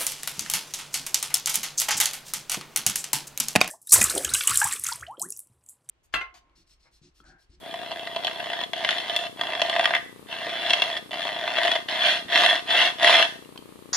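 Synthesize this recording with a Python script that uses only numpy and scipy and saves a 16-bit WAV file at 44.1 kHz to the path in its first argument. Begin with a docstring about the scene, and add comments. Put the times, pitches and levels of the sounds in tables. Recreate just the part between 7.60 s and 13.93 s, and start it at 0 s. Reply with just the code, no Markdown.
"""A hacksaw cuts an aluminium plate held in a vise, in a small workshop with rumble, hiss and a left-hand flutter.
Three slow, catching strokes end in a twang; after a short pause come two more slow ones, then four fast ones.
Each tooth is a blow with a noisy chip crackle; snags are harder blows; all ring plate, frame and blade resonances.
Soft noise bumps fall in the fourth stroke and before the seventh.
At the end the resting blade taps the edge: clicks with brief sine rings. Decaying noise tails echo it all."""
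import sys
import numpy as np
from scipy import signal
from scipy.fft import rfft, irfft, next_fast_len
from scipy.io import wavfile
from scipy.ndimage import map_coordinates

SR = 44100
rng = np.random.default_rng(int(sys.argv[2]) if len(sys.argv) > 2 else 0)


def wav_out(sig):
    """Save sig, one row per channel (or a flat mono array), as 16-bit PCM at SR to the path in sys.argv[1]."""
    wavfile.write(sys.argv[1], SR, np.round(np.clip(np.atleast_2d(sig).T, -1, 1) * 32767).astype(np.int16))


N = 279153  # samples in the scene

# saw strokes, levels before the common trim and waver: (start t/s, end t/s, steady level/dB, attack/s, release/s,
# bearing-down t/s, swell/dB, swell half-length/s, mid-stroke teeth rate/Hz, rubbing re teeth/dB, plate/dB, frame/dB)
STROKES = [(0, 1.055, -43.5, .05, .02, .98, 6.5, 0.3, 88, -1, .5, -4),
           (1.129, 1.685, -36, 0.046, 0.015, 1.3, 3.5, .06, 115, 0.5, -1.5, -5),
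           (1.761, 2.386, -35.5, 0.058, 0.025, 2.17, 3, 0.074, 75.6, -2, 3.5, -2),
           (2.665, 3.4, -38, 0.061, 0.023, 3.14, 6, 0.23, 122, 0.5, -1, -2.5),
           (3.505, 4.23, -36.5, 0.018, 0.088, 4.05, 8, .11, 122, -4, 1.5, -2),
           (4.281, 4.63, -31, 0.0043, 0.062, 4.48, 7.5, 0.063, 218, 1, -2, -2.5),
           (4.67, 5.014, -25, 0.086, 0.083, 4.77, 3.5, 0.061, 190, -4.5, 1, -2),
           (5.056, 5.329, -26, 0.061, 0.07, 5.2, 4.5, 0.084, 263, -0.5, 0, -2.5),
           (5.369, 5.681, -26, 0.087, 0.068, 5.51, 7, 0.11, 275, -7.5, 2, -2)]
# teeth that snag and snap free, levels before the trims in snags():
# (t/s, blade level/dB, plate re blade/dB, frame re blade/dB)
SNAGS = [(0.1401, -21.5, -4, -16), (0.3157, -19.5, -8.5, -17), (0.4717, -19.5, -7.5, -5),
         (0.5616, -16.5, -4.5, -14.5), (0.6464, -12, -9, -30), (0.6689, -11.5, -12.5, -21),
         (0.6784, -17.5, -12, -6.5), (0.8014, -22, -3.5, -2.5), (0.9323, -19, -12, -4),
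         (1.0126, -18, -5.5, -7.5), (1.036, -17, -8, -14), (1.1328, -13, -15.5, -11.5),
         (1.2471, -11, -11, -5.5), (1.2895, -9, -26, -2), (1.3074, -9.5, -25, -25), (1.3823, -15, -17, -17),
         (1.4965, -17, -11, -10), (1.5627, -3, -19.5, -22), (1.8113, -14, -8.5, -6),
         (2.0168, -5.5, -8, -12.5), (2.0966, -9.5, -10.5, -14), (2.1625, -16.5, -3, 3),
         (2.1949, -13, -4, -4), (2.2433, -11.5, -15, -4), (2.2553, -6, -28, -2.5), (2.3062, -19, -1, -1),
         (2.3366, -21.5, -5, 10), (2.3496, -9, -15, -2), (2.3644, -20.5, -9, 3), (3.0974, -9.5, -23, -17),
         (3.1053, -5, -14.5, -17), (3.1333, -2.5, -18, -15.5), (3.2196, -6, -16, -11),
         (3.3722, -15.5, -17, -21), (3.5084, -27, -2, -13), (3.5404, -20.5, -1, -13),
         (3.6516, -18.5, -2, -11), (3.8766, -17, -6, -2), (3.9833, -11, -7, -2.5), (4.0334, -12, -19, -11),
         (4.0552, -16.5, -25, -0.5), (4.0786, -11, -9, -8.5), (4.116, -8.5, -16, -7.5),
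         (4.154, -12.5, -9, -7), (4.1604, -13.5, -8, -7), (4.2857, -25, -11, -4), (4.7611, -18, -10, -7),
         (4.7754, -7, -22, -5), (4.8354, -6, -13, -4), (4.8614, -4, -29, -9), (5.4297, -7, -13, -16),
         (5.4445, -5, -8.5, -5), (5.5268, -10, -19, -13), (5.6251, -3, -21, -5.5)]
# resonances of plate, blade and frame, relative: (f/Hz, width/Hz, left level/dB, right level/dB)
METAL_MODES = [(343, 200, -16.5, -23.5), (668, 130, -2, -2), (686.2, 56, 1, 1), (957, 304, -10, -13),
               (1203, 67, -8, -17.5), (1430, 250, -38, -16), (1622, 270, -9.5, -9), (1877, 380, -5, -6.5),
               (2055, 120, -7, -8), (2400, 310, -37, -12.5), (2860, 3920, -21, -23.5),
               (2728, 200, -2, -8.5), (3037, 103, -6, -1.5), (3334, 162, 2, 2), (3514, 295, -5.5, -3),
               (4120, 340, -11.5, -10), (4230, 1170, -18, -13.5), (5235, 120, -23, -15),
               (5510, 460, -42, -18.5), (6480, 1600, -28, -28.5), (8300, 600, -31.5, -35.5),
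               (9900, 1320, -27, -30.5), (11500, 330, -32.5, -57), (13300, 1400, -40.5, -65.5)]
# colour of a snag's thin crack: (f/Hz, level/dB)
CRACK_COLOUR = [(3000, -34), (7000, -13), (10000, -1), (14000, 10)]
# soft bumps of the hand on the work, relative: (t/s, level/dB, pitch f/Hz)
HAND_BUMPS = [(2.865, -32, 475), (4.645, -31, 260)]
# colour of a bump: (multiple of its pitch, level/dB)
BUMP_COLOUR = [(.12, -33), (.5, -16), (1, -6), (1.8, -21), (6, -76)]
# the saw frame left ringing as it stops, relative: (f/Hz, level/dB, t60/s)
FRAME_TWANG = [(1860, 5.5, 0.23), (1972, 4, 0.31), (2730, -11, 0.18)]
# light touches of the resting blade on the edge, before the taps' tone filter: (t/s, level/dB, pitch f/Hz)
BLADE_TAPS = [(5.848, -42, 2780), (5.9595, -40, 1030), (5.976, -32.5, 3130)]
# ring of a tap: (multiple of its pitch, level/dB, t60/s)
TAP_MODES = [(1, 0.5, 0.018), (1.43, -3.5, 0.014)]
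# vise and bench scatter short waves best: (f/Hz, level/dB)
SCATTER_COLOUR = [(700, -18), (2000, -4.5), (3300, -3.5), (4500, -4.5), (8000, -3)]
# how fast the bench scatter dies: (f/Hz, t60/s)
BENCH_DECAY = [(1000, .024), (12000, 0.013)]
# how fast the workshop echo dies: (f/Hz, t60/s)
WORKSHOP_DECAY = [(200, 0.2), (1000, 0.42), (3000, 0.35), (7000, 0.59), (14000, 0.516)]
# colour of the flutter ticks, relative: (f/Hz, level/dB)
FLUTTER_COLOUR = [(30, -39), (120, -8), (300, -2), (450, -3.5), (700, -19.5), (1200, -14.5), (2200, -43),
                  (6000, -54)]
# spectrum of rumble and hiss, relative: (f/Hz, level/dB per Hz)
AMBIENT_COLOUR = [(15, -48), (25, -15), (108, -7.5), (267, -1), (480, -4.5), (755, -13.5), (1190, -10),
                  (1430, -19.5), (1720, -16.5), (1970, -15.5), (4150, -17), (5560, -26), (9990, -19),
                  (14500, -27)]

CATCH_SHARE, CATCH_DB = .04, 4.5  # share of teeth that dig in deeper, and their size
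# around this level the plate gains less than a dB for each dB of the blade: hard pushes sound brighter
EVEN_DB, PLATE_FOLLOWS = -34.5, .72
# hand pressure wavers: random points a second, depth for all parts together, depth for each alone
WAVER_HZ, WAVER_DB, WAVER_APART_DB = 18, .47, .5
# trims on the snag blows; the crack gains CRACK_TRADE dB for each dB less in the frame column
BLADE_TRIM_DB, PLATE_TRIM_DB, FRAME_TRIM_DB = 11.0, 19.5, 16.5
CRACK_DB, CRACK_TRADE = -28, .42
TAP_ATTACK_S, TAP_CLICK_DB, TAP_CLICK_T60_S = .00036, -1, .014
TOP_HZ = 14650  # upper band limit


def sawing():
    """Forces on blade, plate and frame: each stroke gets going, swells where the hand bears down, and stops."""
    force = np.zeros((3, N))
    for (start, end, steady_db, attack_s, release_s, push, push_db, push_s,
         tooth_hz, rub_db, plate_db, frame_db) in STROKES:
        cut = teeth(end - start, tooth_hz, rub_db, jitter=.15, scatter_db=3.0, colour_db=1.0)
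        t = start + np.arange(cut.shape[1]) / SR
        effort_db = steady_db + push_db * np.exp(-((t - push) / push_s) ** 2)
        fade_in = np.clip((t - start) / attack_s, 0, 1)
        fade_out = np.clip((end - t) / release_s, 0, 1)
        plate_effort_db = EVEN_DB + PLATE_FOLLOWS * (effort_db - EVEN_DB) + plate_db
        parts_db = [effort_db, plate_effort_db, effort_db + frame_db]
        add(force, start, fade_in * fade_out * amp(parts_db) * cut)
    apart = np.array([wobble(WAVER_HZ) for part in force])
    waver_db = WAVER_DB * wobble(WAVER_HZ) + WAVER_APART_DB * apart
    return amp(-1) * force * amp(waver_db)


def teeth(seconds, tooth_hz, rub_db, jitter, scatter_db, colour_db):
    """Tooth blows, passing fastest in mid-stroke, over the rubbing of the flanks; three forces, rms 1 overall."""
    n = round(seconds * SR)
    speed = .5 + .5 * np.sin(np.pi * np.arange(n) / n)
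    teeth_passed = np.cumsum(speed * tooth_hz / SR) + rng.random()
    passes = np.flatnonzero(np.diff(np.floor(teeth_passed))) / SR
    caught = rng.random(len(passes)) < CATCH_SHARE
    force = np.zeros((3, n))
    for s, catch, chance in zip(passes, caught, rng.standard_normal((len(passes), 5))):
        size_db = CATCH_DB if catch else scatter_db * np.clip(chance[1], -2, 1.5)
        parts_db = size_db + colour_db * chance[2:, None]  # every tooth lands a little differently
        # jitter is a share of the mid-stroke tooth spacing
        add(force, s + jitter * chance[0] / tooth_hz, amp(parts_db) * bite(tear=.79, t60=.015))
    rubbing = amp(rub_db) * rng.standard_normal(n)
    return unit(unit(force) + rubbing)


def bite(tear, t60):
    """Force of one tooth, energy 1: a sharp blow, then the dying crackle of the chip."""
    t = np.arange(SR // 20) / SR
    force = rng.standard_normal(len(t)) * amp(-60 * t / t60)
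    force *= tear / np.linalg.norm(force)
    force[0] += 1
    return force / np.linalg.norm(force)


def snags():
    """A caught tooth lets go with one hard blow: forces on blade, plate and frame, and a thin crack."""
    force = np.zeros((4, N))
    for s, blade_db, plate_db, frame_db in SNAGS:
        crack_db = CRACK_DB - CRACK_TRADE * frame_db
        parts_db = np.array([[BLADE_TRIM_DB], [plate_db + PLATE_TRIM_DB],
                             [frame_db + FRAME_TRIM_DB], [crack_db]])
        # the blow lands 0.8 ms after the listed time
        add(force, s + .0008, amp(blade_db + parts_db) * bite(tear=.8, t60=.024))
    return force


def metal(forces, plate_top_hz, frame_top_hz, radiate_hz, size=8192):
    """Low modes belong to the plate, middle ones to the frame, high ones to the blade; each side has its own mix."""
    hz = np.fft.rfftfreq(size, 1 / SR)
    power = 0
    for f, width, left, right in METAL_MODES:
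        power = power + amp([[left], [right]]) ** 2 / (1 + (2 * (hz - f) / width) ** 2) ** 2
    power = power / (1 + (radiate_hz / (hz + 1)) ** 2) ** 2  # small parts radiate little bass
    low = 1 / (1 + (hz / plate_top_hz) ** 14)
    below_blade = 1 / (1 + (hz / frame_top_hz) ** 14)
    shares = (1 - below_blade, low, below_blade * (1 - low))  # blade, plate, frame
    sound = np.zeros((2, N))
    for force, share in zip(forces, shares):
        ring = causal(np.sqrt(power * share))
        ring = ring * np.sqrt(2) / np.linalg.norm(ring)
        sound += signal.fftconvolve(force[None], ring, axes=1)[:, :N]
    return sound


def handling():
    """Dull bumps of the hand as coloured noise, and the frame's decaying sine twang as the third stroke jams."""
    track, t = np.zeros(N), np.arange(SR // 2) / SR
    for s, db, pitch_hz in HAND_BUMPS:
        swell = 1 - np.exp(-t / .0074)
        push = amp(db + 28 - 60 * t / .081) * swell * rng.standard_normal(len(t))
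        colour = [(multiple * pitch_hz, level) for multiple, level in BUMP_COLOUR]
        add(track, s, filtered(push, lambda hz: amp(along(colour, hz))))
    twang = sum(amp(db - 60 * t / t60) * np.sin(2 * np.pi * hz * t) for hz, db, t60 in FRAME_TWANG)
    add(track, 2.35, amp(-35.5) * twang)
    return track


def taps():
    """The resting blade touches the edge: a small noise click and a brief ring of decaying sines."""
    track, t = np.zeros(N), np.arange(SR // 10) / SR
    for s, db, pitch_hz in BLADE_TAPS:
        ring = sum(amp(level - 60 * t / t60) * np.sin(2 * np.pi * multiple * pitch_hz * t)
                   for multiple, level, t60 in TAP_MODES)
        click = amp(TAP_CLICK_DB - 60 * t / TAP_CLICK_T60_S) * rng.standard_normal(len(t))
        attack = 1 - np.exp(-t / TAP_ATTACK_S)
        add(track, s, amp(db) * attack * (ring + click))
    return filtered(track, lambda hz: amp(along([(1000, 4), (4500, 1), (7000, -10)], hz)))


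def echoes(x, decay, gap_s, count):
    """A diffuse tail of decaying noise, crossfaded to a fresh one count times as the saw and the arm move."""
    wet = np.zeros((2, N))
    length = round(SR * max(t60 for hz, t60 in decay))
    hz, t, z = signal.stft(rng.standard_normal((count + 1, 2, length)), SR, nperseg=256)
    fade = amp(-60 * t / along(decay, hz)[:, None])
    tails = signal.istft(z * fade, SR, nperseg=256)[1]
    for k, tail in enumerate(tails):
        span = np.arange(max((k - 1) * N // count, 0), min((k + 1) * N // count, N))
        piece = x[:, span] * np.cos(np.pi / 2 * (span * count / N - k))
        echo = signal.fftconvolve(piece, tail / np.linalg.norm(tail[0]), axes=1)
        add(wet, span[0] / SR + gap_s, echo)
    return wet


def flutter(left_db, right_db, uneven_db):
    """Soft, regular ticks, about 30 a second: filtered impulses, heard on the left."""
    times = np.arange(.0311, N / SR, 1 / 30.03)
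    sizes = amp(uneven_db * rng.standard_normal(len(times)))
    ticks = np.bincount((times * SR).astype(int), sizes, minlength=N)
    coloured = unit(filtered(ticks, lambda hz: amp(along(FLUTTER_COLOUR, hz))))
    return -amp([[left_db], [right_db]]) * coloured


def ambience(level_db, shared, tone_db):
    """Room rumble and hiss from partly shared stereo noise, and a very faint steady sine at 12441 Hz."""
    noise = rng.standard_normal((2, N)) + shared * rng.standard_normal(N)
    bed = unit(filtered(noise, lambda hz: amp(along(AMBIENT_COLOUR, hz))))
    high_tone = np.sin(2 * np.pi * 12441 * np.arange(N) / SR)
    return amp(level_db) * bed + amp(tone_db) * high_tone


def amp(db):
    """Decibels to gain."""
    return 10 ** (np.asarray(db) / 20)


def unit(x):
    """Scaled to rms 1."""
    return x / np.sqrt(np.mean(x ** 2) + 1e-20)


def along(points, hz):
    """Interpolate (f/Hz, value) points on a log frequency axis."""
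    f, v = np.transpose(points)
    return np.interp(np.log(hz + 1), np.log(f + 1), v)


def filtered(x, response):
    """x times a response of frequency."""
    m = next_fast_len(N + SR // 2)
    return irfft(rfft(x, m) * response(np.fft.rfftfreq(m, 1 / SR)), m)[..., :N]


def causal(gain):
    """The minimum-phase impulse response with this magnitude: it starts at once and then rings."""
    cepstrum = irfft(np.log(np.maximum(gain, 1e-6)))
    half = cepstrum.shape[-1] // 2
    cepstrum[..., 1:half] *= 2
    cepstrum[..., half + 1:] = 0
    return irfft(np.exp(rfft(cepstrum)))


def wobble(rate_hz):
    """A smooth random curve through rate_hz random points a second."""
    return map_coordinates(rng.standard_normal(400), [np.arange(N) * rate_hz / SR], mode="mirror")


def add(track, s, sound):
    """Mix a sound into a track from time s in seconds."""
    part = track[..., max(round(s * SR), 0):][..., :sound.shape[-1]]
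    part += sound[..., :part.shape[-1]]


def scene():
    """The saw close up, scattered by vise and bench, in the small room over its background."""
    *snag_forces, crack = snags()
    saw = metal(sawing() + snag_forces, plate_top_hz=1082, frame_top_hz=2480, radiate_hz=112)
    saw = saw + handling() + taps()
    saw += amp([[2], [-3]]) * filtered(crack, lambda hz: amp(along(CRACK_COLOUR, hz)))
    lead_s = 3.3e-5  # the direct sound reaches the left side first by this much
    sides = np.array([[1], [-1]])
    direct = filtered(saw, lambda hz: np.exp(np.pi * 1j * hz * lead_s * sides))
    scattered = filtered(saw, lambda hz: amp(along(SCATTER_COLOUR, hz)))
    near = echoes(scattered, BENCH_DECAY, gap_s=.0005, count=140)
    room = amp(-7) * echoes(saw, WORKSHOP_DECAY, gap_s=.005, count=20)
    background = flutter(left_db=-46.5, right_db=-105, uneven_db=0.0)
    background = background + ambience(level_db=-51, shared=.29, tone_db=-78)
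    return direct + near + room + background


def record(dry):
    """The loudest blows are clipped flat, then everything above the band limit is cut."""
    return filtered(np.clip(dry, -.92, .92), lambda hz: hz < TOP_HZ)


dry = scene()
out = record(dry)
wav_out(out)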